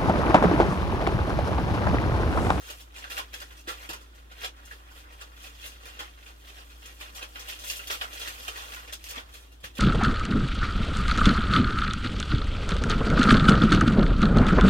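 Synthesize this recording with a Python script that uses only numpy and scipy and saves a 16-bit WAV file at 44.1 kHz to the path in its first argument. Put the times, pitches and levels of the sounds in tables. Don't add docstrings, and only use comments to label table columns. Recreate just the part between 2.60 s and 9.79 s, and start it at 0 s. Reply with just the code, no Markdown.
import sys
import numpy as np
from scipy import signal
from scipy.fft import rfft, irfft, next_fast_len
from scipy.io import wavfile

SR = 44100
rng = np.random.default_rng(int(sys.argv[2]) if len(sys.argv) > 2 else 0)


def master_out(mix):
    frames = np.transpose(np.atleast_2d(mix))
    ceiling = np.clip(frames, -1, 1)
    pcm = np.round(ceiling * 32767).astype(np.int16)
    wavfile.write(sys.argv[1], SR, pcm)


def natural_amplitude(level_db):
    exponent = np.asarray(level_db, float) / 20
    return 10 ** exponent


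N = 316990
SIZE = next_fast_len(N + SR // 2)
TIME = np.arange(N) / SR


def bins(size):
    return np.maximum(np.arange(size // 2 + 1) * SR / size, 1)


HZ = bins(SIZE)


def at_hz(points, hz=HZ):
    point_hz, value = np.array(points).T
    return np.interp(np.log(hz), np.log(point_hz), value)


def in_time(rows):
    s, *columns = np.transpose(rows)
    return [np.interp(TIME, s, column) for column in columns]


def rms_one(x):
    return x / np.sqrt(np.mean(x ** 2) + 1e-20)


def drift(rate_hz):
    r = np.exp(-20 * np.pi * rate_hz / SR)
    noise = rng.standard_normal(N // 10 + 3002)
    slow = signal.lfilter([1], [1, -2 * r, r * r], noise)[3000:]
    return np.interp(np.arange(N) / 10, np.arange(len(slow)), rms_one(slow))


def resonance(x, hz, cycles):
    r = natural_amplitude(-60 * hz / cycles / SR)
    zeros = [(1 - r * r) / 2, 0, (r * r - 1) / 2]
    poles = [1, -2 * r * np.cos(2 * np.pi * hz / SR), r * r]
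    return signal.lfilter(zeros, poles, x + 1e-18)


# pitch_hz, likeness (1 same, -1 opposite)
PORT_LIKENESS = [(60, .985), (120, .9), (200, .78), (330, .45), (640, -.3), (1400, -.3), (5000, -.12),
                 (15000, 0.0)]


def diffuse_pair(size):
    mid, side = rfft(rng.standard_normal((2, size)))
    alike = np.clip(at_hz(PORT_LIKENESS, bins(size)), -1, 1)
    return (np.sqrt(1 + alike) * mid + np.sqrt(1 - alike) * side * [[1], [-1]]) / np.sqrt(2)


# pitch_hz, level_db (per Hz)
AIR_COLOUR = [(20, -12), (45, -19), (68, -7), (85, -13), (110, -16), (172, -25), (300, -12.5), (420, -20.5),
              (960, -24), (1680, -25), (2100, -31.5), (3600, -25.5), (4400, -36.5), (15600, -41)]


def room_air():
    hush = irfft(diffuse_pair(SIZE) * natural_amplitude(at_hz(AIR_COLOUR)) * (HZ > 15), SIZE)[:, :N]
    return natural_amplitude(-59.0) * rms_one(hush)


# pitch_hz, start_rad
HUM_LINES = [(56.543, .27), (141.5, 0.0), (212.0, 0.0)]
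HUM_LEVEL_DB = [-50.5, -78, -84]
# start_s, level_db (rms)
FAR_MOTOR = [
    (0, -106),
    (5.6, -95),
    (5.8, -67),
    (6.8, -62),
    (7.0, -90),
    (7.19, -95),
]


def refrigerator():
    apart = np.array([[.065], [-.065]])
    lines = 0
    for (hz, phase), db in zip(HUM_LINES, HUM_LEVEL_DB):
        wavering = natural_amplitude(db + 0.35 * drift(3.3))
        lines = lines + wavering * np.sin(2 * np.pi * hz * TIME + phase + apart)
    motor = natural_amplitude(in_time(FAR_MOTOR)[0]) * np.sin(2 * np.pi * 71.3 * TIME)
    return np.sqrt(2) * (lines + motor)


# start_s, level_db (peak), pitch_hz (of the push)
FINGER_PATS = [(1.076, -34, 341.5), (1.292, -37, 322), (1.296, -51, 150), (3.389, -57, 140),
               (5.301, -38, 400), (5.303, -40, 720), (5.413, -43, 700), (5.68, -46, 640),
               (5.679, -52, 91.5), (6.571, -42, 262), (7.033, -47, 93), (7.036, -50, 190), (7.04, -44, 520),
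               (6.58, -41, 480), (7.169, -63, 91.5)]


def pats():
    out, after = np.zeros(N + SR), np.arange(SR // 2) / SR
    for s, db, hz in FINGER_PATS:
        cycles = after * hz
        shape = natural_amplitude(db - 1.0 - 60 * cycles / 28.0) * (1 - np.exp(-cycles / 0.17))
        start = round(s * SR)
        out[start:start + len(after)] += shape * np.sin(2 * np.pi * cycles)
    return out[:N]


# pitch_hz, t60_s
KITCHEN_DECAY = [(100, 0.16), (500, 0.17), (2000, 0.1), (6000, 0.12), (15000, 0.067)]


def kitchen(early_db, wet_db):
    size, kept = 2 ** 15, SR // 3
    after = np.arange(size) / SR
    noise, scatter = (irfft(diffuse_pair(size)) for part in range(2))
    tail = 0
    for k, (_, t60) in enumerate(KITCHEN_DECAY):
        only_this = [(hz, float(j == k)) for j, (hz, _) in enumerate(KITCHEN_DECAY)]
        dying = noise * natural_amplitude(-60 * after / t60) * np.clip(after / 0.0037, 0, 1)
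        tail = tail + at_hz(only_this, bins(size)) * rfft(dying)
    tail = irfft(tail)[:, :kept]
    early = scatter[:, :kept] * natural_amplitude(-60 * after[:kept] / 0.013)
    tail, early = (x / np.sqrt(np.sum(x ** 2) / 2) for x in (tail, early))
    return rfft(natural_amplitude(early_db) * early + natural_amplitude(wet_db) * tail, SIZE)


# pitch_hz, lead_rad (left ahead)
LEFT_LEAD = [(60, -2.5), (400, -.5), (900, 3.1), (1400, 3.0), (1850, 1.44), (3000, 2.5), (4300, 2),
             (15000, 8)]


def direct(lag_s):
    return np.exp(.5j * (at_hz(LEFT_LEAD) + 2 * np.pi * HZ * lag_s) * [[1], [-1]])


# pitch_hz, level_db (per Hz)
PAPER_COLOUR = [(150, -50), (250, -14.5), (500, -7.5), (900, -8), (1250, -3.5), (1600, -4), (2050, -3),
                (3200, 0.5), (4500, -8.5), (7400, -14), (8700, -12), (10600, -15.5), (13000, -10.5),
                (15600, -17.5)]
COLOUR_BORDERS_HZ = [740, 2040, 4640, 7400]


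def paper_voice(trains):
    below = [0] + [1 / (1 + (HZ / hz) ** 8) for hz in COLOUR_BORDERS_HZ] + [1]
    spectrum = 0
    for train, low, high in zip(trains, below, below[1:]):
        part = natural_amplitude(at_hz(PAPER_COLOUR)) * (high - low)
        spectrum = spectrum + rfft(train, SIZE) * part / np.sqrt(np.mean(part ** 2))
    return irfft(spectrum, SIZE)[:N]


def buckles(per_s, spread_db, clump_db, cycles):
    sizes = natural_amplitude(spread_db * np.minimum(rng.exponential(1, N), 3.0)) * rng.choice([-1, 1], N)
    clicks = sizes * (rng.random(N) < per_s * natural_amplitude(clump_db * drift(60)) / SR)
    facet = rng.integers(0, 14, N)
    facet_hz = np.geomspace(300, 16000, 14)
    return rms_one(sum(resonance(clicks * (facet == k), hz, cycles) for k, hz in enumerate(facet_hz)))


# start_s, level_db (rustle), brightness_db
STEADY_GRIP = [(0.0, -54.1, -1.0), (0.19, -59, 6.2), (0.32, -69.5, -5.5), (0.45, -65, -2.1),
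               (0.91, -62.5, -3), (1.06, -71.5, 6.0), (1.22, -54, -2), (1.51, -68, -1.3),
               (1.99, -69.5, -8.5), (2.45, -64.6, -6), (3.5, -65, -1), (4.2, -63.0, 4.5), (5.3, -55, 1),
               (6.08, -52, 1.5), (6.3, -57.5, -0.3), (6.41, -69, 4.1), (6.8, -62.5, -3), (7.0, -80, 4.0)]
GRIP_COLOUR_DB = [-7, 3, 0.5, -3.5, -0.3]
GRIP_BRIGHTENING = [-0.37, -0.98, 0.24, .45, .65]
# crest_s, level_db, swell_s,
# fade_s, brightness_db
SHAKES_AND_SQUEEZES = [(0.097, -44.5, 0.17, 0.1, 4), (0.213, -48.5, 0.045, 0.03, 9),
                       (0.369, -45.5, 0.063, 0.173, -1.5), (0.507, -42, 0.025, 0.18, 2.5),
                       (0.59, -37.5, 0.13, 0.035, -2.0), (0.733, -45.9, 0.019, 0.29, 1.5),
                       (0.913, -56.5, 0.075, 0.074, -6.3), (1.088, -32.5, 0.016, 0.08, -4),
                       (1.258, -52, 0.154, 0.02, 5.8), (1.335, -44, 0.07, 0.07, -3),
                       (1.594, -56.8, 0.055, 0.046, 2), (1.719, -52, 0.039, 0.061, -1.8),
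                       (1.844, -35.5, 0.08, 0.045, -2), (1.975, -56.3, 0.037, 0.049, -12),
                       (2.12, -51.9, 0.187, 0.172, 6), (2.386, -51, 0.16, 0.087, 8), (2.528, -52, 0.028, 0.052, 4),
                       (2.612, -54.4, 0.11, 0.145, 6.4), (2.862, -44.7, 0.15, 0.072, 3.7),
                       (3.06, -45.5, 0.189, 0.16, 6), (3.276, -48.5, 0.17, 0.29, -2),
                       (3.407, -37.5, 0.036, 0.071, -5.5), (3.687, -49, 0.17, 0.068, -3.1),
                       (3.871, -53.5, 0.15, 0.26, 3),
                       (4.009, -50, 0.228, 0.027, -3), (4.095, -55.5, 0.027, 0.16, -2),
                (4.251, -49, 0.12, 0.21, -1.9), (4.407, -39.5, 0.013, 0.093, -1.5),
                (4.564, -45.0, 0.027, 0.075, 5.9), (4.625, -49.3, 0.22, 0.084, -8.6),
                (4.768, -46, 0.048, 0.25, -2.5), (4.893, -36.9, 0.05, 0.11, 4.5),
                (5.097, -37.1, 0.09, 0.15, 13.5), (5.28, -46, 0.1, 0.04, 4), (5.314, -29.5, 0.02, 0.08, 1),
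                (5.415, -34.5, 0.013, 0.06, -4), (5.534, -44.2, 0.019, 0.086, 3.9),
                (5.615, -39.5, 0.12, 0.323, 3.7), (5.834, -41, 0.045, 0.082, 7),
                (5.879, -44, 0.016, 0.029, -1), (5.979, -40.5, 0.12, 0.13, -1),
                (6.145, -41.5, 0.142, 0.11, -1), (6.33, -46, 0.012, 0.05, 3),
                (6.498, -44.8, 0.12, 0.067, 13), (6.587, -42.5, 0.14, 0.05, -10),
                (6.75, -53, 0.071, 0.17, 15), (7.04, -38.5, 0.009, 0.059, -0.5),
                (7.184, -42, 0.041, 0.1, 5)]
CREST_COLOUR_DB = [-17, -4, 0, -8.5, -6]
CREST_BRIGHTENING = [-0.76, -0.88, 0.067, 0.25, .45]


def handling():
    level_db, bright_db = in_time(STEADY_GRIP)
    grip_db = level_db + np.array(GRIP_COLOUR_DB)[:, None] + np.outer(GRIP_BRIGHTENING, bright_db)
    power = natural_amplitude(2 * grip_db)
    for s, db, swell, fade, bright_db in SHAKES_AND_SQUEEZES:
        swell, fade = max(swell, .005), max(fade, .005)
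        near = slice(max(round((s - 2 * swell) * SR), 0), round((s + 2 * fade) * SR))
        away = np.maximum((s - TIME[near]) / swell, (TIME[near] - s) / fade)
        shares_db = np.array(CREST_COLOUR_DB) + bright_db * np.array(CREST_BRIGHTENING)
        crest_db = db - 20 * away
        power[:, near] += natural_amplitude(2 * shares_db[:, None]) * natural_amplitude(2 * crest_db)
    return np.sqrt(power)


def rustle():
    paper = buckles(per_s=4000, spread_db=3.3, clump_db=4.2, cycles=5.1)
    grains = rms_one(rng.standard_normal(N) * natural_amplitude(1.2 * drift(150)))
    bright, airy = 0.95 * grains + 0.8 * paper, 1.1 * grains + 0.6 * paper
    return natural_amplitude(-3.5) * handling() * [paper, paper, paper, bright, airy]


# start_s, level_db (peak), pitch_hz
STIFF_FACETS = [(0.1053, -37, 3100), (0.3627, -39, 2580), (0.3627, -43, 3790), (0.3831, -40, 2760),
                (0.4405, -44, 3880), (0.441, -39, 2840), (0.442, -30, 1550), (0.4465, -33, 1460),
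                (0.5019, -36, 1810), (0.5153, -34, 1720), (0.5682, -30, 2760), (0.5792, -33, 1810),
                (0.5877, -37, 4050), (0.5926, -34, 2580), (0.5931, -31, 1550), (0.6001, -32, 1030),
                (0.7328, -42, 3530), (0.7398, -35, 1720), (0.7478, -41, 1640), (0.8032, -41, 2930),
                (0.8166, -35, 1550), (1.0785, -37, 3450), (1.0795, -34, 1460), (1.0845, -35, 2840),
                (1.0845, -32, 3880), (1.0865, -33, 1720), (1.09, -35, 3700), (1.093, -33, 3010),
                (1.0955, -31, 1120), (1.105, -31, 1210), (1.2282, -40, 1460), (1.2896, -39, 3270),
                (1.2926, -35, 2580), (1.2951, -35, 3530), (1.2965, -33, 950), (1.331, -38, 3960),
                (1.3325, -35, 3190), (1.337, -37, 1030), (1.3414, -37, 1210), (1.8453, -28, 3450),
                (1.8473, -33, 1720), (1.8528, -33, 3360), (1.8568, -33, 1720), (2.1117, -37, 1720),
                (2.1202, -35, 1720), (2.6126, -39, 1550), (2.6195, -44, 3100), (2.62, -41, 1210),
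                (3.0311, -41, 3450), (3.0411, -37, 3620), (3.0416, -40, 2500), (3.1843, -47, 3450),
                (3.2546, -40, 2240), (3.31, -45, 3360), (3.3913, -37, 3360), (3.3983, -39, 4050),
                (3.3983, -36, 3190), (3.4068, -35, 1460), (3.5385, -48, 3530),
                (4.2568, -41, 3100), (4.619, -39, 2580), (4.632, -38, 3360), (4.7562, -40, 2150),
                   (4.7582, -37, 2930), (4.7612, -38, 2330), (4.7622, -40, 1290), (4.8235, -40, 3100),
                   (4.8874, -36, 3190), (4.9228, -36, 2930), (5.044, -43, 1030), (5.0989, -36, 1720),
                   (5.0994, -29, 2760), (5.1019, -30, 3360), (5.1094, -33, 2760), (5.1927, -35, 2760),
                   (5.1967, -43, 1460), (5.272, -36, 3190), (5.276, -37, 3360), (5.283, -35, 2240),
                   (5.3, -30, 1550), (5.3014, -23, 2760), (5.3054, -27, 1380), (5.4122, -26, 3270),
                   (5.4127, -39, 4220), (5.4132, -27, 2580), (5.4187, -26, 1460), (5.4406, -33, 1550),
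                   (5.4526, -34, 1380), (5.5299, -35, 2930), (5.6152, -34, 3360), (5.6207, -33, 3100),
                   (5.6581, -36, 1810), (5.6746, -34, 1810), (5.6756, -34, 2930), (5.8801, -30, 3010),
                   (5.8816, -35, 1290), (5.9146, -40, 1210), (5.959, -36, 2150), (5.9754, -35, 1550),
                   (6.0183, -39, 3270), (6.137, -37, 2240), (6.1914, -41, 3270), (6.1974, -41, 1550),
                   (6.2767, -42, 2330), (6.2972, -39, 1810), (6.3241, -45, 4570), (6.3281, -31, 3530),
                   (6.4997, -38, 3190), (6.5746, -34, 3270), (6.579, -32, 3530), (6.582, -38, 2240),
                   (6.5825, -36, 1030), (7.0345, -45, 3450), (7.0405, -40, 3530), (7.044, -38, 2760),
                   (7.045, -41, 1810), (7.1822, -36, 3270), (7.1822, -40, 2500)]


def pops():
    out, after = np.zeros(N + SR), np.arange(SR // 25) / SR
    for s, db, hz in STIFF_FACETS:
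        cycles = after * hz
        shape = natural_amplitude(db + 3.5 - 60 * cycles / 20.0) * (1 - np.exp(-cycles / 0.8))
        start = round(s * SR)
        out[start:start + len(after)] += 2 * shape * np.sin(2 * np.pi * cycles)
    return out[:N]


# start_s, level_db (peak), pitch_hz (ring),
# bright_db (share)
CREASES = [(0.078, -35, 1600, -17), (0.1005, -30, 2920, -7), (0.1987, -38.5, 2950, -4),
           (0.3421, -42, 1590, -8), (0.3632, -32, 2700, -15), (0.3825, -33.5, 1700, -8),
           (0.4355, -36, 1500, -15), (0.4415, -29, 1480, -20), (0.516, -32, 1650, -8),
           (0.5, -28, 1700, -7.5), (0.5686, -28, 2740, -9), (0.578, -29, 1700, -11),
           (0.5922, -23.5, 1540, -14), (0.723, -38, 1700, -19), (0.733, -34, 2550, -5),
           (0.7398, -32, 1700, -8), (0.8012, -34, 1810, -5), (0.8158, -29, 1550, -15),
           (0.9184, -43, 2500, -8), (0.9918, -44, 2720, -6), (0.9685, -42, 1680, -4),
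           (1.0728, -28, 1650, -10), (1.0826, -28, 1970, -10), (1.1727, -36, 2430, -16),
           (1.2093, -34, 1440, -13), (1.2908, -25, 2600, -9), (1.295, -27, 1500, -11),
           (1.331, -26, 1380, -8), (1.411, -43.5, 1340, -4), (1.548, -48, 1740, -4),
           (1.7148, -36.5, 1360, -16), (1.7818, -39, 1700, -12), (1.82, -40, 1450, -11.5),
           (1.8454, -23, 3400, -10.5), (1.8474, -27, 1720, -12), (1.965, -44, 1250, -15),
           (2.0522, -48, 1810, 4), (2.1116, -29.5, 1700, -24), (2.3083, -40, 1480, -12),
           (2.355, -40, 1540, -12),
           (2.6005, -36, 1410, -11), (2.6116, -32, 1670, -13), (2.8322, -39, 2260, -4),
                   (3.04, -31.5, 3690, -8), (3.0592, -39, 1650, 3), (3.236, -44, 3580, -14),
                   (3.2544, -30.5, 2250, -9.5), (3.276, -35.5, 1450, -11), (3.3921, -25.5, 2560, -13.5),
                   (3.8763, -37, 3040, -8), (3.9569, -37.5, 1620, -11), (3.9893, -37, 1610, -17),
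                   (4.2268, -41, 3170, -20), (4.2566, -36.5, 3000, 0), (4.4024, -34, 2580, -19),
                   (4.5483, -38, 3730, -3), (4.563, -37.5, 1740, -1), (4.6173, -35, 2650, -27),
                   (4.6266, -27, 2550, -9), (4.757, -27, 2260, -22), (4.7942, -33, 2170, -1.5),
                   (4.884, -27.5, 3000, -5.5), (4.9511, -41, 3100, -14), (4.9901, -39, 2900, 1),
                   (5.011, -38, 2990, -8), (5.038, -31.5, 3520, -1.5), (5.0714, -32, 3630, 2.5),
                   (5.0994, -23.5, 2720, -3.5), (5.162, -36, 2700, 3), (5.193, -29, 2740, -32),
           (5.271, -28.5, 3280, -1), (5.3006, -19, 2700, -18), (5.305, -24, 1400, -15),
                    (5.4124, -21, 2900, -14.5), (5.4185, -25, 1450, -16), (5.529, -32, 3370, -4),
                    (5.5947, -34, 2300, -3), (5.6165, -23.5, 3230, -17), (5.5675, -37, 3140, -12),
                    (5.658, -28, 1860, -14), (5.674, -26, 1870, -3), (5.7994, -42, 2300, -3),
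                    (5.8288, -40, 3110, -7), (5.88, -21, 3040, -13), (5.959, -30, 1900, -11),
                    (6.0193, -35, 3190, -12), (6.1352, -34.5, 1650, -3.5), (6.2763, -32, 2190, -18),
                    (6.296, -34.5, 1790, -21), (6.325, -25, 3460, -4), (6.4407, -34, 2100, 0.5),
                    (6.4868, -38, 1720, 5.5), (6.4984, -30, 3150, -3), (6.5568, -30.5, 2140, -10),
                    (6.579, -26.5, 3300, -13), (6.739, -37, 3700, -2.5), (6.9167, -46, 2720, -7),
                    (7.0025, -46, 3100, -7), (7.041, -31, 2820, -14), (7.1516, -42, 3540, -4.5),
                    (7.1693, -34, 2530, -13), (7.1824, -29, 3180, -11)]


def snaps():
    trains, (ticks, rings) = np.zeros((5, N + SR)), np.zeros((2, N + SR))
    shower = np.append(buckles(per_s=6000, spread_db=2.5, clump_db=3.5, cycles=4.7), np.zeros(SR))
    after = np.arange(SR // 5) / SR
    for s, db, hz, bright_db in CREASES:
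        span = slice(round(s * SR), round(s * SR) + len(after))
        sharp_db = db + 30
        dull_db = -21 - 0.1 * sharp_db
        t60 = np.clip(.105 - .0015 * sharp_db, .02, .4)
        burst = shower[span] * natural_amplitude(db - 11 - 60 * after / t60)
        shares_db = [dull_db + 5.5, -9.0, -7.0, 0.85 * bright_db + 0.7, 1.15 * bright_db + 3.5]
        trains[:, span] += natural_amplitude(shares_db)[:, None] * burst
        swell = 1 - np.exp(-after * hz / 0.78)
        ticks[span] += natural_amplitude(db - 2.5 - 60 * after * hz / 19.3) * swell * np.sin(2 * np.pi * hz * after)
        rings[span] += natural_amplitude(8.0) * resonance(burst, hz, cycles=26.0)
    return trains[:, :N], ticks[:N], rings[:N]


# pitch_hz, left_over_right_db
LEFT_OVER_RIGHT = [(300, -5), (700, -2.5), (1290, -1.5), (2380, -2.5), (4400, 0), (8500, 3.5), (12000, 0.5),
                   (15000, 0.5)]


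def packet():
    showers, ticks, rings = snaps()
    paper = paper_voice(rustle() + showers) + rings
    ticks = ticks + pops()
    heard = natural_amplitude(-2.5) * rfft(ticks, SIZE) * direct(lag_s=0)
    shares = natural_amplitude(10 * np.array([drift(30) for place in range(7)]))
    shares = shares / np.sqrt(np.sum(shares ** 2, axis=0))
    for share in shares:
        lag_s = rng.normal(0, 1.3e-4)
        straight = rfft(share * paper, SIZE)
        echoing = rfft(share * (paper + natural_amplitude(-3.0) * ticks), SIZE)
        heard = heard + natural_amplitude(-6.5) * straight * direct(lag_s)
        heard = heard + echoing * kitchen(early_db=-6, wet_db=-4.5)
    heard = heard * natural_amplitude(at_hz(LEFT_OVER_RIGHT) * [[.5], [-.5]])
    return irfft(heard, SIZE)[:, :N]


def scene():
    return packet() + pats() + room_air() + refrigerator()


def band_limit(x):
    return signal.sosfilt(signal.butter(12, 16650, fs=SR, output="sos"), x)


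def record(dry):
    top_cut = irfft(rfft(dry, SIZE) * (HZ < 15850), SIZE)[:, :N]
    return band_limit(top_cut)


dry = scene()
out = record(dry)
master_out(out)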